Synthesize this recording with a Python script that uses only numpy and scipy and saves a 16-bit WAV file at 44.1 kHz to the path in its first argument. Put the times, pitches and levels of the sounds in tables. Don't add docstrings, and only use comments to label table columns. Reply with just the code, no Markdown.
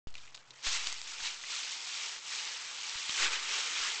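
import sys
import numpy as np
from scipy import signal
from scipy.fft import rfft, irfft
from scipy.io import wavfile

SR = 44100
rng = np.random.default_rng(int(sys.argv[2]) if len(sys.argv) > 2 else 0)


def wav_record(signal):
    frames = np.transpose(np.atleast_2d(signal))
    bounded = np.clip(frames, -1, 1)
    quanta = np.round(bounded * 32767).astype(np.int16)
    wavfile.write(sys.argv[1], SR, quanta)


N = 176400


def amp(db):
    return 10 ** (np.asarray(db) / 20)


def unit(x):
    return x / np.sqrt(np.mean(x ** 2) + 1e-20)


def add(mix, s, sound):
    part = mix[max(round(s * SR), 0):][:len(sound)]
    part += sound[:len(part)]


def colour(x, spectrum):
    hz, db = np.transpose(spectrum)
    f = np.fft.rfftfreq(len(x), 1 / SR)
    gain = amp(np.interp(np.log(f + 1), np.log(hz), db))
    return irfft(rfft(x) * gain, len(x))


def wander(step_s):
    knots = rng.standard_normal(4096)
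    return np.interp(np.arange(N) / SR / step_s, np.arange(len(knots)), knots)


def ring(hz, cycles):
    turns = hz * np.arange(512) / SR
    return np.sin(2 * np.pi * turns) * np.exp(-turns / cycles)


LEAF_S, LEAF_DB = 0.04, 2.5


def fractures(per_s, spread_db, cycles, low_hz, high_hz, count=32):
    out = np.zeros(N)
    chance = per_s / SR / count
    for hz in np.linspace(low_hz, high_hz, count):
        draw, size = rng.random((2, N))
        at = np.flatnonzero(draw < chance)
        sign = np.where(at % 2, 1, -1)
        excess = np.minimum(-np.log(1 - size[at]), 3)
        kicks = np.zeros(N)
        kicks[at] = sign * amp(spread_db * excess)
        pressed = kicks * amp(LEAF_DB * wander(LEAF_S))
        out += signal.oaconvolve(pressed, unit(ring(hz, cycles)))[:N]
    return unit(out / np.sqrt(chance))


FULL_DB = -36.5
RUSTLE_PER_S, CRACKLE_PER_S, CRUNCH_PER_S, RATTLE_PER_S = 12000, 260, 3000, 1500
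RUSTLE_CYCLES, CRACKLE_CYCLES, CRUNCH_CYCLES, RATTLE_CYCLES = 2.6, 1.4, 0.87, 18
RUSTLE_DB, CRACKLE_DB, CRUNCH_DB, RATTLE_DB = -1.1, -13.5, -2.5, 3
RATE_GROWTH = 0.5
CRACKLE_FOLLOW = 0.88
RATTLE_GROWTH = 0.21
CLUMP_S, CLUMP_DB = 0.007, 0.5

# t/s, level/dB (before the trims)
MOVEMENT = [(0.07, -55.5), (0.125, -65), (0.17, -58), (0.24, -57), (0.335, -65), (0.39, -62), (0.46, -65),
            (0.54, -61), (0.62, -54.5), (0.645, -39.5), (0.67, -31.5), (0.70, -35.5), (0.735, -32),
            (0.79, -37), (0.84, -39), (0.88, -38), (0.96, -44.5), (1.04, -46.5), (1.08, -43), (1.19, -44),
            (1.26, -35.5), (1.34, -43.5), (1.40, -46.5), (1.47, -43.5), (1.51, -37.5), (1.57, -37.5),
            (1.63, -39.5), (1.84, -41), (1.92, -39.5), (2.04, -38), (2.16, -43.5), (2.21, -50),
            (2.27, -42.5), (2.34, -38.5), (2.48, -39.5), (2.6, -42), (2.85, -40.5), (3.06, -38.5),
            (3.15, -36.5), (3.21, -31), (3.245, -30), (3.275, -32), (3.305, -37.5), (3.34, -33.5),
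            (3.38, -39.5), (3.44, -39.5), (3.53, -34), (3.71, -37.5), (3.85, -33.5), (3.98, -39.5)]
# t/s, level/dB (relative to the movement, before the trims)
WEIGHT = [(0.1, -7), (0.55, -2.5), (0.68, -14), (0.9, -12.5), (1.5, -14.5), (2.0, -14.5), (2.2, -9.5),
          (2.4, -13), (2.7, -11.5), (3.08, -14), (3.26, -6), (3.45, -8.5), (3.85, -9.5), (4.0, -9.5)]
# f/Hz, level/dB (relative)
RUSTLE_COLOUR = [(100, -37), (400, -27), (700, -11.5), (1000, -9.5), (1600, -10), (2300, -2.5), (3000, -1),
                 (4200, -1.5), (6000, -2), (7300, -4), (8000, -9), (8500, -19), (9000, -32)]
# f/Hz, level/dB (relative)
CRUNCH_COLOUR = [(60, -38), (170, -22.5), (300, -11.5), (430, -3), (530, -6), (680, -11.5), (900, -1.5),
                 (1200, 4), (1800, 2), (3000, -4.5), (6000, -26.5), (9000, -53)]
# f/Hz, level/dB (relative)
RATTLE_COLOUR = [(300, -40.5), (900, -11), (1300, -4), (2000, -0.5), (3000, 1.5), (4200, -5.5), (6000, -20),
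                 (9000, -55)]


def leaves():
    t = np.arange(N) / SR
    level = np.interp(t, *np.transpose(MOVEMENT))
    weight = np.interp(t, *np.transpose(WEIGHT))
    effort = level - FULL_DB
    busy = amp(effort) ** RATE_GROWTH

    rustle = fractures(RUSTLE_PER_S * busy, spread_db=0.5, cycles=RUSTLE_CYCLES, low_hz=901, high_hz=8590)
    rustle = unit(colour(rustle, RUSTLE_COLOUR))
    crackle = fractures(CRACKLE_PER_S * busy, spread_db=3, cycles=CRACKLE_CYCLES,
                        low_hz=2190, high_hz=8300, count=12)
    crackle = unit(colour(crackle, RUSTLE_COLOUR))
    crunch = fractures(CRUNCH_PER_S * busy, spread_db=2.5, cycles=CRUNCH_CYCLES,
                       low_hz=307, high_hz=3444, count=18)
    crunch = unit(colour(crunch, CRUNCH_COLOUR))
    rattle = fractures(RATTLE_PER_S * busy, spread_db=3, cycles=RATTLE_CYCLES,
                       low_hz=1205, high_hz=4261, count=21)
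    rattle = unit(colour(rattle, RATTLE_COLOUR))

    rattle_gain = amp(RATTLE_DB + RATTLE_GROWTH * effort)
    pressed = amp(weight) * (amp(CRUNCH_DB) * crunch + rattle_gain * rattle)
    mix = amp(effort) * (amp(RUSTLE_DB) * rustle + pressed)
    mix += amp(CRACKLE_DB + CRACKLE_FOLLOW * effort) * crackle
    clumps_db = CLUMP_DB / busy * wander(CLUMP_S)
    return amp(FULL_DB + clumps_db) * mix


SNAP_DB, SNAP_CYCLES = 1, 1
TEAR_SHARE, TEAR_PER_S = 0.51, 5600

# t/s, level/dB (peak before trim and colour), f/Hz, tear decay/s
SNAPS = [(0.1415, -38, 4270, 0.0028), (0.1533, -30.5, 2790, 0.0032), (0.169, -42, 2600, 0.0037),
         (0.18, -35.5, 3550, .005), (0.2772, -40, 2498, 0.0034), (0.3455, -33.5, 3900, 0.0023),
         (0.3489, -29, 4260, 0.0039), (0.361, -36.5, 4200, 0.0017), (0.371, -38, 4300, 0.0017),
         (0.3765, -33.5, 3200, 0.0018), (0.490, -59, 3580, .003), (0.507, -33.5, 3700, .004),
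         (0.592, -40, 2600, 0.0034), (0.648, -30, 3400, 0.0046), (0.667, -21, 3050, 0.0033),
         (0.87, -20, 3900, 0.0018), (0.8717, -17.5, 4430, 0.00076), (0.9265, -22.5, 5830, 0.0012),
         (1.0165, -23, 4430, 0.00055), (1.077, -32, 5530, .001), (1.203, -34, 1600, 0.0044),
         (1.437, -32.5, 1960, 0.0065), (1.564, -27, 4400, 0.002), (2.3355, -36, 3000, 0.00092),
         (2.990, -31, 3500, .0005), (3.0944, -18, 3530, 0.0025)]
# f/Hz, level/dB (relative)
SNAP_COLOUR = [(100, -16), (500, -11.5), (1000, -7), (2000, -2.5), (4000, -2.5), (7000, 4.5), (8000, -0.5),
               (8500, -7.5), (9000, -27)]


def snaps():
    out, t = np.zeros(N), np.arange(2048) / SR
    for s, db, hz, tear_s in SNAPS:
        sizes = TEAR_SHARE * rng.standard_normal(len(t))
        happens = rng.random(len(t)) < TEAR_PER_S / SR
        kicks = sizes * happens * np.exp(-t / tear_s)
        kicks[0] = 1
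        snap = np.convolve(kicks, ring(hz, SNAP_CYCLES))
        add(out, s, amp(db + SNAP_DB) * snap / abs(snap).max())
    return colour(out, SNAP_COLOUR)


SCATTER_S, SCATTER_DB = 0.005, -12


def pile(x):
    t = np.arange(4096) / SR
    tail = rng.standard_normal(len(t)) * np.exp(-t / SCATTER_S)
    tail /= np.linalg.norm(tail)
    return x + amp(SCATTER_DB) * signal.oaconvolve(x, tail)[:N]


SHUDDER_FALL = 1.3

# t/s, level/dB (of the shift), rise/s, decay/s, shudder/share
BUMPS = [(0.0714, -35, 0.00024, 0.11, 0.09), (0.667, -36.5, 0.0069, 0.2, 0.09),
         (0.868, -47, 0.0092, 0.072, 0.1), (1.224, -51, 0.0023, 0.061, .08),
         (2.955, -49, 0.0022, .005, 0.16), (3.095, -48, .0003, .0015, .05),
         (3.191, -37, 0.056, 0.089, 0.07), (3.807, -57, 0.0045, 0.066, 0.1)]
# f/Hz, level/dB (relative)
SHUDDER_COLOUR = [(10, -0.5), (30, 3), (70, -0.5), (110, -19), (200, -20.5), (600, -62)]


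def preamp_bumps():
    out, t = np.zeros(N), np.arange(SR) / SR
    for s, db, rise_s, decay_s, shudder in BUMPS:
        shift = np.minimum(t / rise_s, 1) * np.exp(-np.maximum(t - rise_s, 0) / decay_s)
        tremble = unit(colour(rng.standard_normal(len(t)), SHUDDER_COLOUR))
        shake = shudder * shift ** SHUDDER_FALL * tremble
        add(out, s, -amp(db) * (shift + shake))
    return out


AIR_DB = -67
# f/Hz, level/dB (relative)
AIR_COLOUR = [(20, 3.5), (60, -6), (150, -4.5), (400, -2.5), (1000, 3), (3000, -12.5), (7000, -24),
              (9000, -41.5)]


def air():
    return amp(AIR_DB) * unit(colour(rng.standard_normal(N), AIR_COLOUR))


HUM_DB, HUM_FADE_DB_PER_S = -73.5, 7
# f/Hz, level/dB (relative)
HUM_COLOUR = [(95, -28), (116, -4.5), (128, 4.5), (160, -26), (400, -55)]


def hum():
    fade = amp(HUM_DB - HUM_FADE_DB_PER_S * np.arange(N) / SR)
    return fade * unit(colour(rng.standard_normal(N), HUM_COLOUR))


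def scene():
    return (leaves() + pile(snaps()) + preamp_bumps() + air() + hum())[None]


START_S, EDGE_HZ = 0.0712, 9000


def record(dry):
    live = dry * (np.arange(N) / SR >= START_S)
    lowpass = signal.firwin(301, EDGE_HZ, window=("kaiser", 9), fs=SR)
    return signal.oaconvolve(live, lowpass[None], "same")


dry = scene()
out = record(dry)
wav_record(out)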